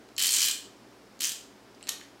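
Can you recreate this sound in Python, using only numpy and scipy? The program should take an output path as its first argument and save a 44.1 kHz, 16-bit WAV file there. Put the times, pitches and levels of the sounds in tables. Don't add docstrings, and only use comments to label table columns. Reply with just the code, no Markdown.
import sys
import numpy as np
from scipy import signal
from scipy.fft import rfft, irfft
from scipy.io import wavfile
from scipy.ndimage import uniform_filter1d

SR = 44100
rng = np.random.default_rng(int(sys.argv[2]) if len(sys.argv) > 2 else 0)


def transcribe(u):
    v = np.clip(np.atleast_2d(u).T, -1, 1)
    q = np.round(v * 32767).astype(np.int16)
    wavfile.write(sys.argv[1], SR, q)


N = 97020

# start in seconds, relative level in dB, rebound delay in ms,
# treble gain in dB, body gain in dB.
TOOTH_CLICKS = [(0.181, -19.5, 3.5, -0.5, 4.5), (0.1936, -21, 2.6, 0, 0), (0.202, -20, 2.6, -1, 5),
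                (0.2145, -19.5, 2.1, -1, 2), (0.223, -15.5, 2.8, 2, -4), (0.2354, -17.5, 2.0, 1.5, 0.5),
                (0.2441, -17.5, 2.18, -6, -0.5), (0.2538, -21, 1.85, 4, 2.5), (0.259, -21, 0.54, 7, -4),
                (0.268, -16.5, 2.0, 5, -5.5), (0.2779, -21.5, 2.7, -1, -3), (0.29, -17, 2.45, -4, -1),
                (0.297, -31, 0.71, 1, 0), (0.307, -19.5, 2.2, 3, -4), (0.3105, -24, 0.62, 0, -1),
                (0.3206, -17.5, 1.7, 2, -3.5), (0.3292, -18, 1.9, -2, -0.5), (0.3376, -14, 2.7, -4, -2),
                (0.3456, -16.5, 3.0, -1, 0), (0.3516, -26, 0.4, -1, -3), (0.3588, -23, 1.2, 4, -8),
                (0.3642, -16, 1.4, -2.5, -6), (0.3691, -18, 0.3, -1, 3.5), (0.3833, -18, 1.6, -2, 1),
                (0.387, -19.5, 0.4, -4, 2), (0.3949, -18.5, 2.0, -1, -1), (0.405, -16.5, 2.6, -4, -0.5),
                (0.4168, -17, 1.5, -2, -4), (0.4195, -20, 1.0, -3, 2), (0.4281, -17.5, 2.7, 0, 2),
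                (0.4347, -18.5, 0.46, -3, 0.5), (0.4421, -18.5, 1.41, 0.5, -0.5), (0.451, -19, 1.8, 7, 1.5),
                (0.46, -20.5, 1.9, 10, 4), (0.4707, -20, 4.0, -1, 3), (0.4836, -17.5, 2.6, 0, 2.5),
                (0.496, -24.5, 2.1, 2, 2.5), (0.5113, -20, 1.8, 0, 2), (1.2061, -22, 2.8, 2, 4),
                (1.2128, -35, 0.51, 12, 1), (1.2187, -22, 2.7, 1, 5.5), (1.2299, -22, 2.8, 4, 3.5),
                (1.2397, -19.5, 2.0, 0, -1), (1.2451, -19, 0.37, -6, 2.5), (1.2531, -19.5, 2.2, -1, -4),
                (1.2698, -23.5, 1.8, 3, -1), (1.2931, -24, 1.1, 2, 2.5), (1.3188, -26.5, 0.3, 3.5, 2)]
# frequency in Hz, relative density in dB.
PAWL_SPECTRUM = [(500, -42), (1000, -23.5), (1700, -14.5), (2150, -12), (2480, -8), (2780, -8.5),
                 (3080, -3.3), (3450, -7.5), (4400, -3.5), (5400, -5), (7300, -3), (9000, -6), (10300, -11),
                 (12000, -8.5), (13300, -13.5), (15500, -15)]
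# time in seconds, centre in Hz, boost in dB.
HEAD_RESONANCE = [(.18, 4150, 4.5), (.225, 5500, -1), (.29, 4760, 6), (.31, 9400, 6.5), (.338, 7500, 7),
                  (.365, 7200, 5), (.39, 6740, 6), (.42, 5800, 3), (.435, 4170, 3), (.485, 8700, 2.5),
                  (.512, 7660, 9), (1.207, 6140, 0.5), (1.243, 6030, 7), (1.27, 7150, 2), (1.319, 7700, 6)]
# frequency in Hz, gain in dB, T60 in seconds.
HEAD_MODES = [(1776, -61, 0.17), (2472, -63, 0.27), (2545, -64, 0.14), (3045, -55, 0.19),
              (3100, -48, 0.027), (3130, -56, .22), (4250, -62.5, 0.25), (4390, -53, .25), (7700, -68, .2)]
# start in seconds, relative level in dB, rebound delay in ms.
PAWL_CATCH = (1.8903, -15, 2.2)
# frequency in Hz, relative density in dB.
CLACK_SPECTRUM = [(100, -46), (250, -26), (700, -15.5), (1500, -15.5), (2200, -9), (2900, -5.5),
                  (3450, -6.5), (4100, 0.5), (5500, -5), (7000, 1.5), (8150, -3), (8900, -9), (11800, -7.5),
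                  (13300, -11), (16000, -19)]
# frequency in Hz, gain in dB, T60 in seconds.
TOOL_MODES = [(1030, -62, .2), (1860, -57, .3), (3090, -45, 0.044), (4140, -53, 0.25), (4430, -51, 0.16),
              (12300, -64, .25)]
# start in seconds, relative level in dB, centre in Hz, width in octaves.
LOOSE_TICKS = [(0.089, -47, 3000, 1.6), (.1651, -30.5, 5450, 0.73), (0.1705, -46, 3200, 0.49),
               (1.1918, -40, 5970, 1.8), (1.202, -34, 5000, 0.91), (1.7480, -46, 5350, 0.26),
               (1.81, -43, 1500, 1.2), (1.8274, -34, 8400, .35), (1.8274, -38, 3050, 0.33),
               (1.8390, -40, 4500, .7), (1.8710, -31, 1500, 2.3), (1.877, -31, 1470, 2.5),
               (1.8836, -35, 1110, 1.1), (1.887, -27.5, 1500, 1.7), (1.8998, -31, 4300, 0.65),
               (2.0130, -34.5, 1840, 0.81)]
# frequency in Hz, T60 in seconds.
ROOM_DECAY = [(300, 0.3), (1400, 0.39), (3500, 0.41), (7000, 0.38), (10000, 0.32), (15000, 0.32)]
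# frequency in Hz, gain in dB.
ROOM_GAIN = [(300, 8), (1500, 2.5), (3500, -0.58), (7000, -2.5), (11000, -3), (15000, -4.5)]
# frequency in Hz, relative density in dB.
VENT_SPECTRUM = [(15, -78), (25, -51), (37, -22), (48, -23), (70, -17.5), (84, -28), (108, -11.5),
                 (130, -12.5), (149, -16.5), (195, -7.5), (285, -3), (317, -6), (384, -2.5), (489, -9),
                 (695, -9.5), (754, -11), (911, -12), (1840, -17.5), (2550, -20.5), (3820, -22.5),
                 (5280, -21.5), (5880, -25.5), (16000, -38.5)]
# frequency in Hz, RMS level in dB.
HUM_PARTIALS = [(59.5, -76), (119.6, -71.5), (203, -72), (287, -68)]

PAWL_GAIN_DB, PAWL_HIGHPASS_HZ, RESONANCE_WIDTH_OCT = 13.5, 970, 0.18
BODY_HZ, MIDDLE_HZ, TREBLE_HZ = 2940, 6200, 11500
SCRAPE_DB, SCRAPE_LEAD_S, SCRAPE_LAG_S = -9.5, 0.002, 0.008
REBOUND_DB, SCATTER_DB = -1, 0.5
SNAP_RISE_S, SNAP_DECAY_S = 0.00029, 0.00037
CHATTER_DB, CHATTER_DECAY_S = -22.5, 0.0032
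CLACK_GAIN_DB, TICK_GAIN_DB, TICK_PEAK_DB = 12, 11.5, 26.5
ROOM_BUILD_S, WHIRR_SEND_DB, CLACK_SEND_DB = 0.0035, 0.17, -2.5
VENT_RMS_DB, LOWPASS_HZ = -54.5, 15900


def whirr(scrapes_per_tooth=4):
    out = np.zeros(N)
    swing_s, centre_hz, boost_db = np.transpose(HEAD_RESONANCE)
    low_cut_db = 10 * np.log10(1 + (PAWL_HIGHPASS_HZ / (bins_hz() + 1)) ** 4)
    pawl_db = log_interp(PAWL_SPECTRUM, bins_hz()) - low_cut_db
    for start_s, level_db, rebound_ms, treble_db, body_db in TOOTH_CLICKS:
        tooth_db = log_interp([(BODY_HZ, body_db), (MIDDLE_HZ, 0), (TREBLE_HZ, treble_db)], bins_hz())
        resonance = bell(np.interp(start_s, swing_s, centre_hz), RESONANCE_WIDTH_OCT)
        colour_db = pawl_db + tooth_db + np.interp(start_s, swing_s, boost_db) * resonance
        strike(out, start_s, level_db, rebound_ms, colour_db)
        for offset_s in rng.uniform(-SCRAPE_LEAD_S, SCRAPE_LAG_S, scrapes_per_tooth):
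            add(out, start_s + offset_s, amp(level_db + SCRAPE_DB) * snap(colour_db))
    return amp(PAWL_GAIN_DB) * out


def strike(mix, start_s, level_db, rebound_ms, colour_db):
    balance_db = SCATTER_DB * rng.standard_normal()
    add(mix, start_s, amp(level_db + balance_db) * snap(colour_db))
    add(mix, start_s + rebound_ms / 1000, amp(level_db + REBOUND_DB - balance_db) * snap(colour_db))


def snap(colour_db, smooth_bins=121):
    t = np.arange(2 * len(colour_db) - 2) / SR
    attack = 1 - np.exp(-t / SNAP_RISE_S)
    decay = np.exp(-t / SNAP_DECAY_S) + amp(CHATTER_DB) * np.exp(-t / CHATTER_DECAY_S)
    burst = rfft(rng.standard_normal(len(t)) * attack * decay)
    power = uniform_filter1d(abs(burst) ** 2, smooth_bins)
    log_gain = np.log(amp(colour_db) + 1e-5) - 0.5 * np.log(power)
    mirrored = np.concatenate([log_gain, log_gain[-2:0:-1]])
    min_phase = np.exp(np.conj(signal.hilbert(mirrored)))
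    click = irfft(burst * min_phase[:len(burst)])
    return click / np.linalg.norm(click)


def steel_ring(clicks, modes):
    t = np.arange(SR // 2) / SR
    ring = sum(amp(db - 60 * t / t60_s) * np.cos(2 * np.pi * hz * t) for hz, db, t60_s in modes)
    return signal.fftconvolve(clicks, ring)[:N]


def clack():
    out = np.zeros(N)
    strike(out, *PAWL_CATCH, log_interp(CLACK_SPECTRUM, bins_hz()))
    return amp(CLACK_GAIN_DB) * out


def ticks():
    out = np.zeros(N)
    for start_s, level_db, centre_hz, width_oct in LOOSE_TICKS:
        colour_db = log_interp(CLACK_SPECTRUM, bins_hz()) + TICK_PEAK_DB * bell(centre_hz, width_oct)
        add(out, start_s, amp(level_db + TICK_GAIN_DB) * snap(colour_db))
    return out


def room_reverb(send, frame=256):
    reflections = rng.standard_normal(SR) * (rng.random(SR) < 0.2)
    hz, t, spectra = signal.stft(reflections, SR, nperseg=frame)
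    decaying = spectra * amp(-60 * t / log_interp(ROOM_DECAY, hz)[:, None])
    coloured = decaying * amp(log_interp(ROOM_GAIN, hz))[:, None]
    build_up = 1 - np.exp(-(np.arange(SR) / SR / ROOM_BUILD_S) ** 2)
    plain_tail = signal.istft(decaying, SR, nperseg=frame)[1][:SR] * build_up
    tail = signal.istft(coloured, SR, nperseg=frame)[1][:SR] * build_up
    return signal.fftconvolve(send, tail / np.linalg.norm(plain_tail))[:N]


def ventilation():
    air = irfft(rfft(rng.standard_normal(N)) * amp(log_interp(VENT_SPECTRUM, bins_hz(N))), N)
    return amp(VENT_RMS_DB) * air / air.std()


def mains_hum():
    t = np.arange(N) / SR
    return sum(amp(db) * np.sqrt(2) * np.sin(2 * np.pi * (hz * t + rng.random()))
               for hz, db in HUM_PARTIALS)


def amp(db):
    return 10 ** (np.asarray(db) / 20)


def log_interp(table, hz):
    table_hz, values = np.transpose(table)
    return np.interp(np.log(hz + 1), np.log(table_hz + 1), values)


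def bins_hz(size=2048):
    return np.fft.rfftfreq(size, 1 / SR)


def bell(centre_hz, width_oct):
    return np.exp(-0.5 * (np.log2((bins_hz() + 1) / centre_hz) / width_oct) ** 2)


def add(mix, start_s, sound):
    part = mix[round(start_s * SR):][:len(sound)]
    part += sound[:len(part)]


def scene():
    teeth, catch, loose = whirr(), clack(), ticks()
    spin = teeth + steel_ring(teeth, HEAD_MODES)
    knocks = catch + steel_ring(catch, TOOL_MODES) + loose + steel_ring(loose, HEAD_MODES)
    reverb = room_reverb(amp(WHIRR_SEND_DB) * spin + amp(CLACK_SEND_DB) * knocks)
    return (spin + knocks + reverb + ventilation() + mains_hum())[None]


def record(dry):
    lowpass = signal.firwin(401, LOWPASS_HZ, window=("kaiser", 8), fs=SR)
    return signal.oaconvolve(dry, lowpass[None], "same")


dry = scene()
out = record(dry)
transcribe(out)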